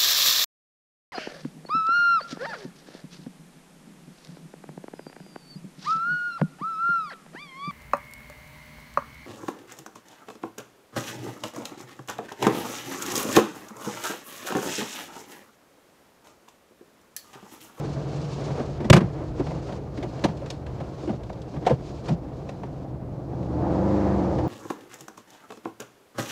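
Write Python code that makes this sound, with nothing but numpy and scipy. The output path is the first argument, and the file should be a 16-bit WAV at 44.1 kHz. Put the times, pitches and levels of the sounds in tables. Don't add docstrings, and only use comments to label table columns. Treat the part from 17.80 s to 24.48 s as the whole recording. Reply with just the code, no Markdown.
import sys
import numpy as np
from scipy import signal
from scipy.fft import rfft, irfft
from scipy.io import wavfile
from scipy.ndimage import uniform_filter1d

SR = 44100
rng = np.random.default_rng(int(sys.argv[2]) if len(sys.argv) > 2 else 0)


def volts_from_db(level):
    exponent = np.asarray(level, float) / 20
    return 10 ** exponent


def transcribe(signal):
    frames = np.atleast_2d(signal).T
    limited = np.clip(frames, -1, 1)
    pcm = np.round(limited * 32767).astype(np.int16)
    wavfile.write(sys.argv[1], SR, pcm)


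N = 294588


def engine():
    # (time [s], four-stroke cycles per second [Hz])
    speed = [(0, 11.), (1.2, 11.), (1.8, 10.9), (2.6, 10.9), (2.9, 10.75), (4.6, 10.78), (5., 10.87),
             (5.25, 11.2), (5.45, 12.5), (5.6, 15.9), (5.9, 21.9), (6.0, 24.), (6.07, 24.8), (6.16, 25.15),
             (6.25, 25.), (6.34, 24.4), (6.45, 23.1), (6.68, 19.9)]
    # (time [s], relative exhaust level [dB], relative clatter level [dB],
    # change of the upper boom [dB])
    strength = [(0, -40.5, -39, 12), (1.0, -43.5, -41.5, 12), (1.4, -39, -41.5, 4.5), (2.7, -42, -40, 5),
                (3.6, -42.5, -42, -0.5), (4.6, -43.5, -38.5, 5.5), (5.3, -43, -40, 6),
                (5.53, -35.5, -34, -3), (5.75, -26.5, -28, -18.5), (5.9, -27, -23.5, -7),
                (6.07, -26, -23.5, 6.5), (6.27, -26, -21.5, -20), (6.68, -26.5, -24.5, -21)]
    # (order = multiple of the cycle rate, relative level [dB])
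    cylinders = [(1, -36), (2, -16.5), (3, 0), (4, -1.5), (5, -3), (6, -12.5), (7, -9), (8, 4.5), (9, -6),
                 (10, -33), (11, -14.5), (12, 4), (13, -4.5), (14, -3), (15, -7), (16, -14.5), (17, -11),
                 (18, -14.5), (19, -17.5), (20, -19.5), (21, -1), (22, -12), (23, -20), (24, -14.5)]
    # (frequency [Hz], relative level per Hz [dB])
    clatter_colour = [(120, 0), (200, 0.5), (231, -8.5), (268, -2.5), (378, -8), (544, -10.5), (677, -9.5),
                      (1260, -27.5), (1380, -30), (2170, -43), (15500, -86)]
    # (centre [Hz], width of each filter pass [Hz], level against the clatter [dB])
    roar_hz, roar_width, roar_db = (1820, 640, -30.5)
    idle_hz, pull_hz, opening = 11, 25, 2.76
    start_turn, slip_turns = 0.12, 0.001
    top_order, high_orders_db = 46, 1.5
    waver_db, smear = 1.0, 0.25
    gate, puff = 0.092, 1.0
    firm_db = 11
    hop = 64

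    (hz,) = curves(speed)
    pipe_db, clatter_db, boom_db = curves(strength)
    turn = start_turn + np.cumsum(hz) / SR
    uneven = turn + slip_turns * walk(14)
    slow_hz, slow_boom_db = hz[::hop], boom_db[::hop]
    slow_load = np.clip((slow_hz - idle_hz) / (pull_hz - idle_hz), 0, 1) ** opening
    samples, updates = np.arange(N), np.arange(0, N, hop)

    pull = {order: db - exhaust_db(order * pull_hz, 0) for order, db in cylinders}
    pipe = 0
    for order in range(1, top_order + 1):
        db = exhaust_db(order * slow_hz, slow_boom_db) + slow_load * pull.get(order, high_orders_db)
        gain = np.interp(samples, updates, volts_from_db(db)) * volts_from_db(waver_db * walk(8.1))
        pipe = pipe + gain * np.cos(2 * np.pi * order * (uneven - smear * order / 2))

    since_firing = 4 * turn % 1
    throb = 1 - gate * (1 - np.exp(-since_firing / puff))
    load = np.interp(samples, updates, slow_load)
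    flutter = volts_from_db(1.3 * (1 - load) * walk(40))
    clatter = level(coloured(clatter_colour) * throb * flutter, 0)
    dull = signal.sosfilt(signal.butter(2, 1000, fs=SR, output="sos"), clatter)
    roar = band(band(rng.standard_normal(N), roar_hz, roar_width), roar_hz, roar_width)
    roar = level(roar * throb, roar_db)
    clatter = clatter - (1 - volts_from_db(-firm_db * load)) * dull + load * roar
    return level(pipe, 5.35) * volts_from_db(pipe_db) + clatter * volts_from_db(clatter_db)


def exhaust_db(hz, boom_db):
    # (centre [Hz], half-width [Hz], relative level [dB])
    resonances = [(46, 8, -16), (73.4, 10.8, -1.5), (122.3, 6.9, 6), (183, 13, -15), (258, 3.3, -10),
                  (306.3, 6.7, -2.5), (339, 18, -8), (464, 50, -31), (512, 29, -12), (630, 40, -45),
                  (870, 67, -17.5)]
    # (centre [Hz], half-width [Hz], level before the change [dB])
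    boom_hz, boom_width, boom_base_db = (141, 10.4, 0.4)
    peaks = list(resonances) + [(boom_hz, boom_width, boom_base_db + boom_db)]
    power = sum(volts_from_db(2 * db) / (1 + ((hz - f) / w) ** 2) ** 2 for f, w, db in peaks)
    return 10 * np.log10(power)


def door():
    # (time [s], crack [dB], rap [dB], thud [dB], thud pitch [Hz], contact time [ms])
    slam = [(1.0999, -3.5, -4.5, -0.5, 141, 6.3), (1.1287, -7, -5.5, -6.5, 167, 15.2),
            (1.155, -25, -20, -12.5, 154, 9.4), (1.1636, -19, -13, -12, 194, 15),
            (1.2048, -46, -26, -18, 170, 15), (1.232, -49, -45, -20, 161, 11)]
    # (frequency [Hz], relative level [dB], time to fade by about 71 dB [s])
    door_modes = [(61.6, -5.5, 0.218), (93.7, 4, 0.049), (133.7, 1, 0.048), (189.4, 1.5, 0.06),
                  (228, -4.5, 0.061), (352, 5.5, 0.078), (570, -6.5, 0.028), (944, 0, 0.016)]
    # (centre [Hz], width of each filter pass [Hz],
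    # level before the fade [dB], fade time to 1/e [s])
    hz, width, db, decay = (402, 650, -24, 0.0651)
    crack_hz = 2310
    hits = [(s, crack, crack_hz, *rest) for s, crack, *rest in slam]
    since = np.maximum(np.arange(N) / SR - slam[1][0], 0)
    shudder = level(band(band(rng.standard_normal(N), hz, width), hz, width), db)
    shudder = shudder * (since > 0) * np.exp(-since / decay)
    hit = blows(hits, door_modes, top_hz=9000, tail_db=-35, ring_db=7.5, rise_ms=1.5, direct_db=0.5)
    return hit + shudder


def knocks():
    # (time [s], crack [dB], rap [dB], thud [dB], thud pitch [Hz])
    thump_hits = [(.4183, -47, -49, -30.5, 161), (.7033, -46, -31, -31, 166),
                  (0.7939, -39, -34.5, -25, 246), (1.003, -39, -33.5, -30, 262),
                  (1.045, -34, -32, -22.5, 217), (1.3859, -54, -39, -47, 322),
                  (1.5958, -38, -28.5, -20, 275), (1.6662, -37, -31.5, -30.5, 163),
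                  (1.707, -43, -30.5, -32, 158), (1.7455, -55, -37, -31, 157),
                  (2.1737, -36, -41.5, -28, 279), (2.228, -32.5, -33, -33.5, 366),
                  (2.44, -18, -15, -16.5, 208), (2.485, -56, -31, -26, 161), (2.6177, -45, -44, -37, 555),
                  (3.003, -43, -33.5, -32, 154), (3.2268, -50, -41, -34.5, 298),
                  (3.2746, -40, -44, -26, 347), (3.2922, -45, -28.5, -22, 211),
                  (3.3303, -57, -39, -28, 188), (3.7395, -49, -39, -34, 301), (3.7623, -58, -34, -30, 162),
                  (3.8218, -50, -36.5, -33.5, 297), (3.8524, -36, -39, -30.5, 169),
                  (3.8655, -24, -16.5, -22, 497), (3.896, -31, -25, -23, 215),
                  (3.9076, -48, -28, -18.5, 487), (3.916, -52, -40, -24.5, 119),
                  (4.2839, -30, -27, -25, 183), (4.3081, -53, -36, -18.5, 183),
                  (6.5831, -36.5, -30, -40, 316)]
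    # (time [s], crack [dB], crack pitch [Hz], rap [dB])
    tick_hits = [(1.8919, -43, 1500, -33), (1.9244, -39, 2900, -32.5), (2.393, -38, 1720, -60),
                 (2.5728, -43, 3900, -51), (2.6607, -35, 2250, -43), (2.703, -24, 3670, -34.5),
                 (2.8653, -37, 1720, -40), (3.4342, -42.5, 3020, -41), (3.497, -47, 1600, -31),
                 (3.5295, -43, 3850, -52), (3.6187, -41.5, 4000, -61), (4.179, -50, 2280, -46),
                 (4.483, -53, 2000, -51), (4.6915, -34.5, 1410, -32), (4.8326, -53, 1640, -30.5),
                 (5.6288, -44, 1610, -51)]
    # (frequency [Hz], relative level [dB], time to fade by about 71 dB [s])
    body_modes = [(76, 1, 0.054), (101, 3.5, 0.12), (128, 6, 0.09), (168.2, 5, 0.1), (219, -3.5, 0.063),
                  (275, 3, 0.075), (357, 2, 0.029), (489, -6.5, 0.13), (542, 2, 0.025), (762, 5.5, 0.028),
                  (932, -3.5, 0.026), (1200, -1, 0.061)]
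    thump_crack_hz, brighter_hz_per_db = 1700, 34.5
    thump_ms, tick_ms = 16.3, 8.6
    tick_thud_hz, tick_thud_db = 170, -61
    thumps = []
    for s, crack, rap, thud, hz in thump_hits:
        crack_hz = thump_crack_hz + brighter_hz_per_db * (crack + 40)
        thumps.append((s, crack, crack_hz, rap, thud, hz, thump_ms))
    ticks = [(s, crack, hz, rap, tick_thud_db, tick_thud_hz, tick_ms) for s, crack, hz, rap in tick_hits]
    return blows(thumps + ticks, body_modes, top_hz=6900, tail_db=-21, ring_db=6, rise_ms=4.5,
                 crack_share=0.75)


def blows(table, modes, top_hz, tail_db, ring_db, rise_ms, crack_share=0.94, direct_db=-2.5):
    edge, tail_ms = 1.52, 35
    rap_hz, rough_db = 700, 6
    crack, push = np.zeros(N + SR), np.zeros(N + SR)
    ms = np.arange(SR // 5) * 1000 / SR
    noise = rng.standard_normal((len(table), 3, len(ms)))
    rise = 1 - np.exp(-ms / rise_ms)
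    tail = volts_from_db(tail_db) * np.exp(-ms / tail_ms)
    for hit, (fine, mid, coarse) in zip(table, noise):
        s, crack_db, crack_hz, rap_db, thud_db, thud_hz, contact_ms = hit
        start = int((s - rise_ms / 2000) * SR)
        i = slice(start, start + len(ms))
        shape = rise * np.exp(-(ms / max(contact_ms, 1)) ** edge)
        ragged = shape + rise * tail
        brief = rise * (np.exp(-(ms / max(crack_share * contact_ms, 1)) ** edge) + tail)
        snap = band(fine, crack_hz, 0.75 * crack_hz) * brief
        crack[i] += peak(snap + volts_from_db(-10.0) * band(snap, crack_hz, 110), crack_db)
        rap = band(band(mid, rap_hz, 970), rap_hz, 1400)
        push[i] += peak(rap * ragged, rap_db)
        swing = np.sin(2 * np.pi * thud_hz * ms / 1000 + coarse[0])
        rough = band(band(coarse, thud_hz, 0.82 * thud_hz), thud_hz, 0.76 * thud_hz)
        push[i] += peak((swing + peak(rough, rough_db)) * shape, thud_db)
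    ring = 0
    for k, (hz, db, fade) in enumerate(modes):
        ring = ring + (-1) ** k * volts_from_db(db) * band(push, hz, 2.6 / fade)
    crack = signal.sosfilt(signal.butter(2, [1100, top_hz], "band", fs=SR, output="sos"), crack)
    return (volts_from_db(ring_db) * ring + volts_from_db(direct_db) * push + crack)[:N]


def rustle():
    # (time [s], bright level [dB], dull level [dB])
    steady = [(0, -55, -36), (.1, -51, -36), (.8, -47.5, -38), (1.0, -57.5, -36.5), (1.2, -59.5, -39),
              (2.5, -62.5, -43), (4.5, -66.5, -47), (5.25, -70.5, -48.5), (5.65, -61, -53), (6.1, -52, -55),
              (6.68, -54.5, -62)]
    # (middle [s], length [s], bright peak [dB], dull peak [dB])
    strokes = [(.69, 0.15, -59, -36), (0.79, .14, -65, -31), (1.41, 0.19, -59.5, -40.5),
               (1.66, 0.38, -55, -38.5), (1.903, 0.21, -52.5, -47), (2.21, 0.21, -53, -38),
               (2.42, 0.33, -55, -39), (2.68, .2, -60.5, -41.5), (3.027, 0.34, -58.5, -40.5),
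               (3.246, 0.3, -54.5, -45), (3.76, 0.32, -59.5, -63), (3.904, 0.15, -54, -35),
               (4.093, 0.3, -53.5, -50), (4.294, 0.13, -49, -38), (4.603, 0.14, -60, -50),
               (4.79, 0.68, -61, -47)]
    # (frequency [Hz], relative level per Hz [dB])
    bright_colour = [(710, -3.5), (1200, -1.5), (1880, -19.5), (2210, -8), (3500, -9), (4340, -7),
                     (6870, -13), (10800, -34), (15500, -60)]
    t = np.arange(N) / SR
    patchy = np.interp(t, [5.1, 5.5], [1, 0.35])
    power = volts_from_db(2 * np.array(curves(steady)))
    for middle, length, *db in strokes:
        i = slice(int((middle - length / 2) * SR), int((middle + length / 2) * SR))
        swell = np.cos(np.pi * (t[i] - middle) / length) ** 2
        power[:, i] += np.outer(volts_from_db(2 * np.array(db)), swell)
    bright = coloured(bright_colour) * volts_from_db(patchy * (1.2 * walk(90) + 1.8 * walk(25)))
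    dull = band(rng.standard_normal(N), 250, 402) * volts_from_db(2.0 * walk(50))
    dull = band(dull, 460, 435)
    return level(bright, 0) * np.sqrt(power[0]) + level(dull, 0) * np.sqrt(power[1])


def rumble():
    low = band(band(rng.standard_normal(N), 71.4, 50), 55, 70)
    return level(low * volts_from_db(3.3 * walk(5.6)), -41)


def level(x, db):
    return x * volts_from_db(db) / np.sqrt(np.mean(x ** 2))


def peak(x, db):
    return x * volts_from_db(db) / np.abs(x).max()


def band(x, hz, width):
    return signal.lfilter(*signal.iirpeak(min(hz, 0.4 * SR), hz / width, fs=SR), x)


def coloured(points):
    hz, db = np.transpose(points)
    f = np.fft.rfftfreq(N, 1 / SR)
    gain = volts_from_db(np.interp(np.log(f + 1), np.log(hz), db, left=-120))
    return level(irfft(rfft(rng.standard_normal(N)) * gain, N), 0)


def walk(rate):
    k = int(SR / rate)
    held = np.repeat(rng.standard_normal(N // k + 1), k)
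    return 1.45 * uniform_filter1d(uniform_filter1d(held, k), k)[:N]


def curves(table):
    s, *columns = np.transpose(table)
    return [np.interp(np.arange(N) / SR, s, c) for c in columns]


def scene():
    return (engine() + rumble() + rustle() + door() + knocks())[None]


def roll_off(x):
    return signal.sosfilt(signal.butter(12, 15870, fs=SR, output="sos"), x)


def record(dry):
    hiss_db = -69.5
    hiss = signal.sosfilt(signal.butter(1, 9000, fs=SR, output="sos"), rng.standard_normal(dry.shape))
    x = dry + volts_from_db(hiss_db) * hiss
    x = signal.sosfilt(signal.butter(2, 38, "high", fs=SR, output="sos"), x)
    mix = x / (1 + np.abs(x / 0.95) ** 4) ** 0.25
    return roll_off(mix)


dry = scene()
out = record(dry)
transcribe(out)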